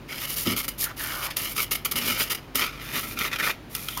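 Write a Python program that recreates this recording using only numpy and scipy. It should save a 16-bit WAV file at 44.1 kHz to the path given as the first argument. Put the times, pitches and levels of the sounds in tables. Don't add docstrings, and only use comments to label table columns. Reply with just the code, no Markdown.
import sys
import numpy as np
from scipy import signal
from scipy.fft import rfft, irfft
from scipy.io import wavfile
from scipy.ndimage import map_coordinates

SR = 44100
rng = np.random.default_rng(int(sys.argv[2]) if len(sys.argv) > 2 else 0)


def store_pcm(level_fs):
    pcm = np.round(np.clip(level_fs, -1, 1) * 32767).astype(np.int16)
    wavfile.write(sys.argv[1], SR, np.atleast_2d(pcm).T)


N = 176400

# t/s, attack/s, length/s, crystal level/dB, grit level/dB (both before their trims)
STROKES = [(0.077, 0.037, 0.28, -44.5, -40), (0.186, 0.038, 0.071, -33, -34),
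           (0.268, 0.043, 0.079, -31, -40), (0.355, 0.018, 0.083, -28, -37), (0.435, 0.06, 0.1, -31, -27.5),
           (0.556, 0.027, 0.059, -26.5, -32), (0.626, 0.018, 0.027, -33, -35),
           (.68, 0.0028, 0.011, -23.5, -32), (0.775, 0.071, 0.076, -22, -37.5),
           (0.958, 0.049, 0.31, -36, -39), (1.21, 0.049, 0.058, -30, -28.5),
           (1.302, 0.0046, 0.01, -34, -29.5), (1.362, 0.006, 0.17, -33.5, -36),
           (1.547, 0.05, 0.093, -27, -29), (1.708, 0.01, 0.028, -24.5, -26.5),
           (1.745, .006, 0.016, -27.5, -28.5), (1.847, 0.0078, 0.016, -22, -25.5),
           (1.911, 0.004, 0.013, -24, -24.5), (1.955, 0.0037, 0.038, -28, -27.5),
           (1.996, .003, 0.29, -39, -36), (2.054, .005, 0.098, -30, -29.5),
           (2.171, 0.041, 0.068, -25, -25.5), (2.296, 0.0048, 0.035, -27.5, -26.5),
           (2.346, 0.0026, 0.0093, -30, -29), (2.546, 0.012, 0.058, -28, -33.5),
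           (2.588, 0.017, 0.078, -34.5, -28.5), (2.663, .01, 0.14, -55.5, -44),
           (2.795, 0.042, 0.17, -44, -39.5), (2.916, 0.053, 0.087, -30, -28.5),
           (3.002, 0.0043, 0.14, -38, -43), (3.151, 0.073, 0.13, -34.5, -27.5),
           (3.299, 0.039, 0.068, -42.5, -28), (3.383, 0.0063, 0.029, -37.5, -30),
           (3.414, 0.022, 0.1, -33, -26), (3.688, 0.07, 0.44, -40.5, -45)]
# t/s, crystal level/dB, blade ring level/dB
SNAPS = [(0.471, -26, -23), (1.119, -41, -27.5), (1.368, -19.5, -24), (0.564, -25, -32),
         (1.566, -26.5, -38), (2.555, -16.5, -20.5), (3.189, -24, -28), (3.36, -35, -28),
         (3.75, -21, -25.5), (3.885, -28.5, -23.5), (3.974, -25.5, -48)]
# t/s, length/s, start f/Hz, end f/Hz, width/Hz, level/dB
RASPS = [(0.087, 0.042, 2200, 2110, 110, -37.5), (0.821, .095, 1730, 1360, 330, -37),
         (.99, 0.13, 1710, 1400, 413, -37), (1.122, 0.17, 1280, 1050, 257, -36.5),
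         (3.39, 0.019, 2240, 1810, 300, -24), (3.458, 0.047, 1370, 1140, 450, -29.5),
         (3.9, 0.12, 3460, 3080, 130, -43), (3.969, 0.029, 1057, 1110, 50, -30)]
# t/s, length/s, level/dB
THUDS = [(0.462, 0.015, -22), (0.494, 0.055, -29), (1.938, 0.2, -37.5), (2.547, 0.0056, -23.5),
         (2.928, 0.27, -41.5)]
# f/Hz, width/Hz, relative level/dB
SKIM_MODES = [(1301, 154, 2), (2196, 214, 3), (2947, 270, 2), (5000, 470, -5.5)]
DUG_MODES = [(1330, 124, 3.5), (2046, 230, 2.5), (2455, 210, 2.5), (3050, 180, -23), (3610, 240, -5)]
BLADE_MODES = [(1310, 160, 1.5), (2120, 270, -15), (3080, 370, 3.5), (5240, 240, -2.5)]
WALL_MODES = [(113, 12.4, -6), (166, 45, -17.5), (245, 30, -2), (335, 32, -11)]
# f/Hz, relative level/dB
CRYSTAL_EQ = [(300, -8.5), (1500, -20.5), (3000, -3), (5200, -1.5), (8500, -3.5), (11500, 4), (15000, 1.5),
              (16000, -6.5)]
GRIT_EQ = [(40, -35), (130, -14), (280, -4), (500, -4), (850, -18.5), (1300, -16.5), (3200, -10.5),
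           (6000, -16), (16000, -64)]
ROOM_EQ = [(20, -15), (48, 1.5), (70, -6.5), (110, 2.5), (170, -5.5), (270, -0.5), (450, -9), (800, -12),
           (3000, -20), (8000, -35.5)]
# f/Hz, level/dB
HUM_PARTIALS = [(48.4, -51), (144.8, -53)]

TIME = np.arange(N) / SR
BIN_HZ = np.arange(N // 2 + 1) * SR / N + 1
FINE_PER_S, COARSE_PER_S = 9000, 2600


def frost(fizz_trim_db=0.5, crunch_trim_db=-0.5, dig_start_s=2.31, dig_end_s=3.19):
    fine, coarse = stroke_envelopes()
    slip = wander(per_s=260)
    crystals = fine * unit_rms(undb(2.4 * slip)) * grains(FINE_PER_S, spread_db=4.5)
    judder = unit_rms(undb(1.1 * slip + 2.55 * wander(per_s=160)))
    grit = coarse * judder * grains(COARSE_PER_S, spread_db=4.0)
    depth = np.clip((TIME - dig_start_s) / (dig_end_s - dig_start_s), 0, 1)
    crunch = 0
    for share, modes in ((1 - depth, SKIM_MODES), (depth, DUG_MODES)):
        tone = np.hypot(resonances(modes), eq_curve(GRIT_EQ))
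        crunch += colour(grit * np.sqrt(share), tone)
    fizz = colour(crystals, eq_curve(CRYSTAL_EQ))
    return undb(fizz_trim_db) * fizz + undb(crunch_trim_db) * blade_hollow(crunch)


def stroke_envelopes(sag_db=6.5, dust_db=-16.5, crumbs_db=-8):
    fine_power, coarse_power = np.zeros(N), np.zeros(N)
    for start, attack, length, fine_db, coarse_db in STROKES:
        push = envelope(start, attack, length, release_s=0.0057, sag_db=sag_db)
        dust = undb(dust_db) * envelope(start, attack, length, release_s=0.037, sag_db=sag_db)
        crumbs = undb(crumbs_db) * envelope(start, attack, length, release_s=0.034, sag_db=sag_db)
        fine_power += (undb(fine_db) * np.maximum(push, dust)) ** 2
        coarse_power += (undb(coarse_db) * np.maximum(push, crumbs)) ** 2
    return np.sqrt(fine_power), np.sqrt(coarse_power)


def blade_hollow(crunch, delay_s=0.001097, drift=0.19, echo_db=-9):
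    lag = delay_s * SR * np.exp(drift * wander(per_s=7))
    return crunch + undb(echo_db) * map_coordinates(crunch, [np.arange(N) - lag], order=3)


def ice_snaps():
    spray, knock = np.zeros(N), np.zeros(N)
    for start, crystal_db, ring_db in SNAPS:
        crack = envelope(start, attack_s=0.0004, length_s=0.001, release_s=0.0046)
        spray += undb(crystal_db) * crack
        knock += undb(ring_db) * crack
    sparkle = colour(spray * rng.standard_normal(N), eq_curve(CRYSTAL_EQ))
    ring = colour(knock * rng.standard_normal(N), resonances(BLADE_MODES))
    return sparkle + ring


def edge_rasps(pitch_wobble=0.053):
    clicks = grains(COARSE_PER_S, spread_db=3)
    wobble = np.exp(pitch_wobble * wander(per_s=150))
    rasps = np.zeros(N)
    for start, length, from_hz, to_hz, width_hz, db in RASPS:
        pitch_hz = wobble * np.interp(TIME, [start, start + length], [from_hz, to_hz])
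        carrier = np.exp(2j * np.pi * np.cumsum(pitch_hz) / SR)
        pole = np.exp(-np.pi * width_hz / SR)
        ring = (carrier * signal.lfilter([1], [1, -pole], clicks / carrier)).real
        gate = envelope(start, attack_s=0.0069, length_s=length, release_s=0.0057)
        rasps += undb(db) * unit_rms(ring) * gate
    return rasps


def wall_thuds(lowpass_hz=600):
    push = sum(undb(db) * envelope(start, attack_s=0.0057, length_s=length, release_s=0.0098)
               for start, length, db in THUDS)
    boom = colour(push * grains(COARSE_PER_S, spread_db=1), resonances(WALL_MODES))
    return signal.sosfilt(signal.butter(2, lowpass_hz, fs=SR, output="sos"), boom)


def compartment_echo(close, t60_s=0.12, predelay_s=0.0015, wet_db=-10.5):
    t = np.arange(SR // 4) / SR
    tail = rng.standard_normal(len(t)) * np.exp(-np.log(1000) * t / t60_s) * (t > predelay_s)
    tail /= np.sqrt(np.sum(tail ** 2))
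    return undb(wet_db) * signal.fftconvolve(close, tail)[:N]


def freezer_bed(room_db=-44):
    hum = np.zeros(N)
    for hz, db in HUM_PARTIALS:
        level = undb(db + 0.3 * wander(per_s=6.8))
        hum += level * np.sqrt(2) * np.sin(2 * np.pi * (hz * TIME + rng.random()))
    return hum + undb(room_db) * colour(rng.standard_normal(N), eq_curve(ROOM_EQ))


def grains(per_s, spread_db):
    hits = rng.random(N) < per_s / SR
    polarity = np.sign(rng.standard_normal(N))
    size = undb(spread_db * np.clip(rng.standard_normal(N), -2, 2))
    return unit_rms(hits * polarity * size)


def envelope(start_s, attack_s, length_s, release_s, sag_db=0):
    t = TIME - start_s
    sag = undb(-sag_db * (np.clip(t / length_s, 0, 1) - .5))
    release = np.exp(-np.clip((t - length_s) / release_s, 0, 20))
    return np.clip(t / attack_s, 0, 1) * sag * release


def wander(per_s):
    return np.interp(TIME * per_s, np.arange(N), rng.standard_normal(N))


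def eq_curve(points):
    hz, db = np.array(points, float).T
    return undb(np.interp(np.log(BIN_HZ), np.log(hz), db))


def resonances(modes):
    return np.sqrt(sum(undb(db) ** 2 / (1 + ((BIN_HZ ** 2 - hz ** 2) / (BIN_HZ * width)) ** 2)
                       for hz, width, db in modes))


def colour(x, gain):
    cepstrum = irfft(np.log(unit_rms(gain) + 1e-6), N)
    cepstrum[1:N // 2] *= 2
    cepstrum[N // 2 + 1:] = 0
    impulse = irfft(np.exp(rfft(cepstrum)), N)[:N // 20]
    return signal.fftconvolve(x, impulse)[:N]


def undb(db):
    return 10 ** (np.asarray(db) / 20)


def unit_rms(x):
    return x / np.sqrt(np.mean(x ** 2))


def scene():
    close = frost() + ice_snaps() + edge_rasps() + wall_thuds()
    return (close + compartment_echo(close) + freezer_bed())[None]


def record(dry):
    notch_hz, notch_q, notch_db, top_hz = 7880, 8.5, -9, 15750
    notched = signal.lfilter(*signal.iirnotch(notch_hz, notch_q, fs=SR), dry)
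    heard = notched + undb(notch_db) * (dry - notched)
    return signal.sosfilt(signal.ellip(10, .2, 80, top_hz, fs=SR, output="sos"), heard)


dry = scene()
out = record(dry)
store_pcm(out)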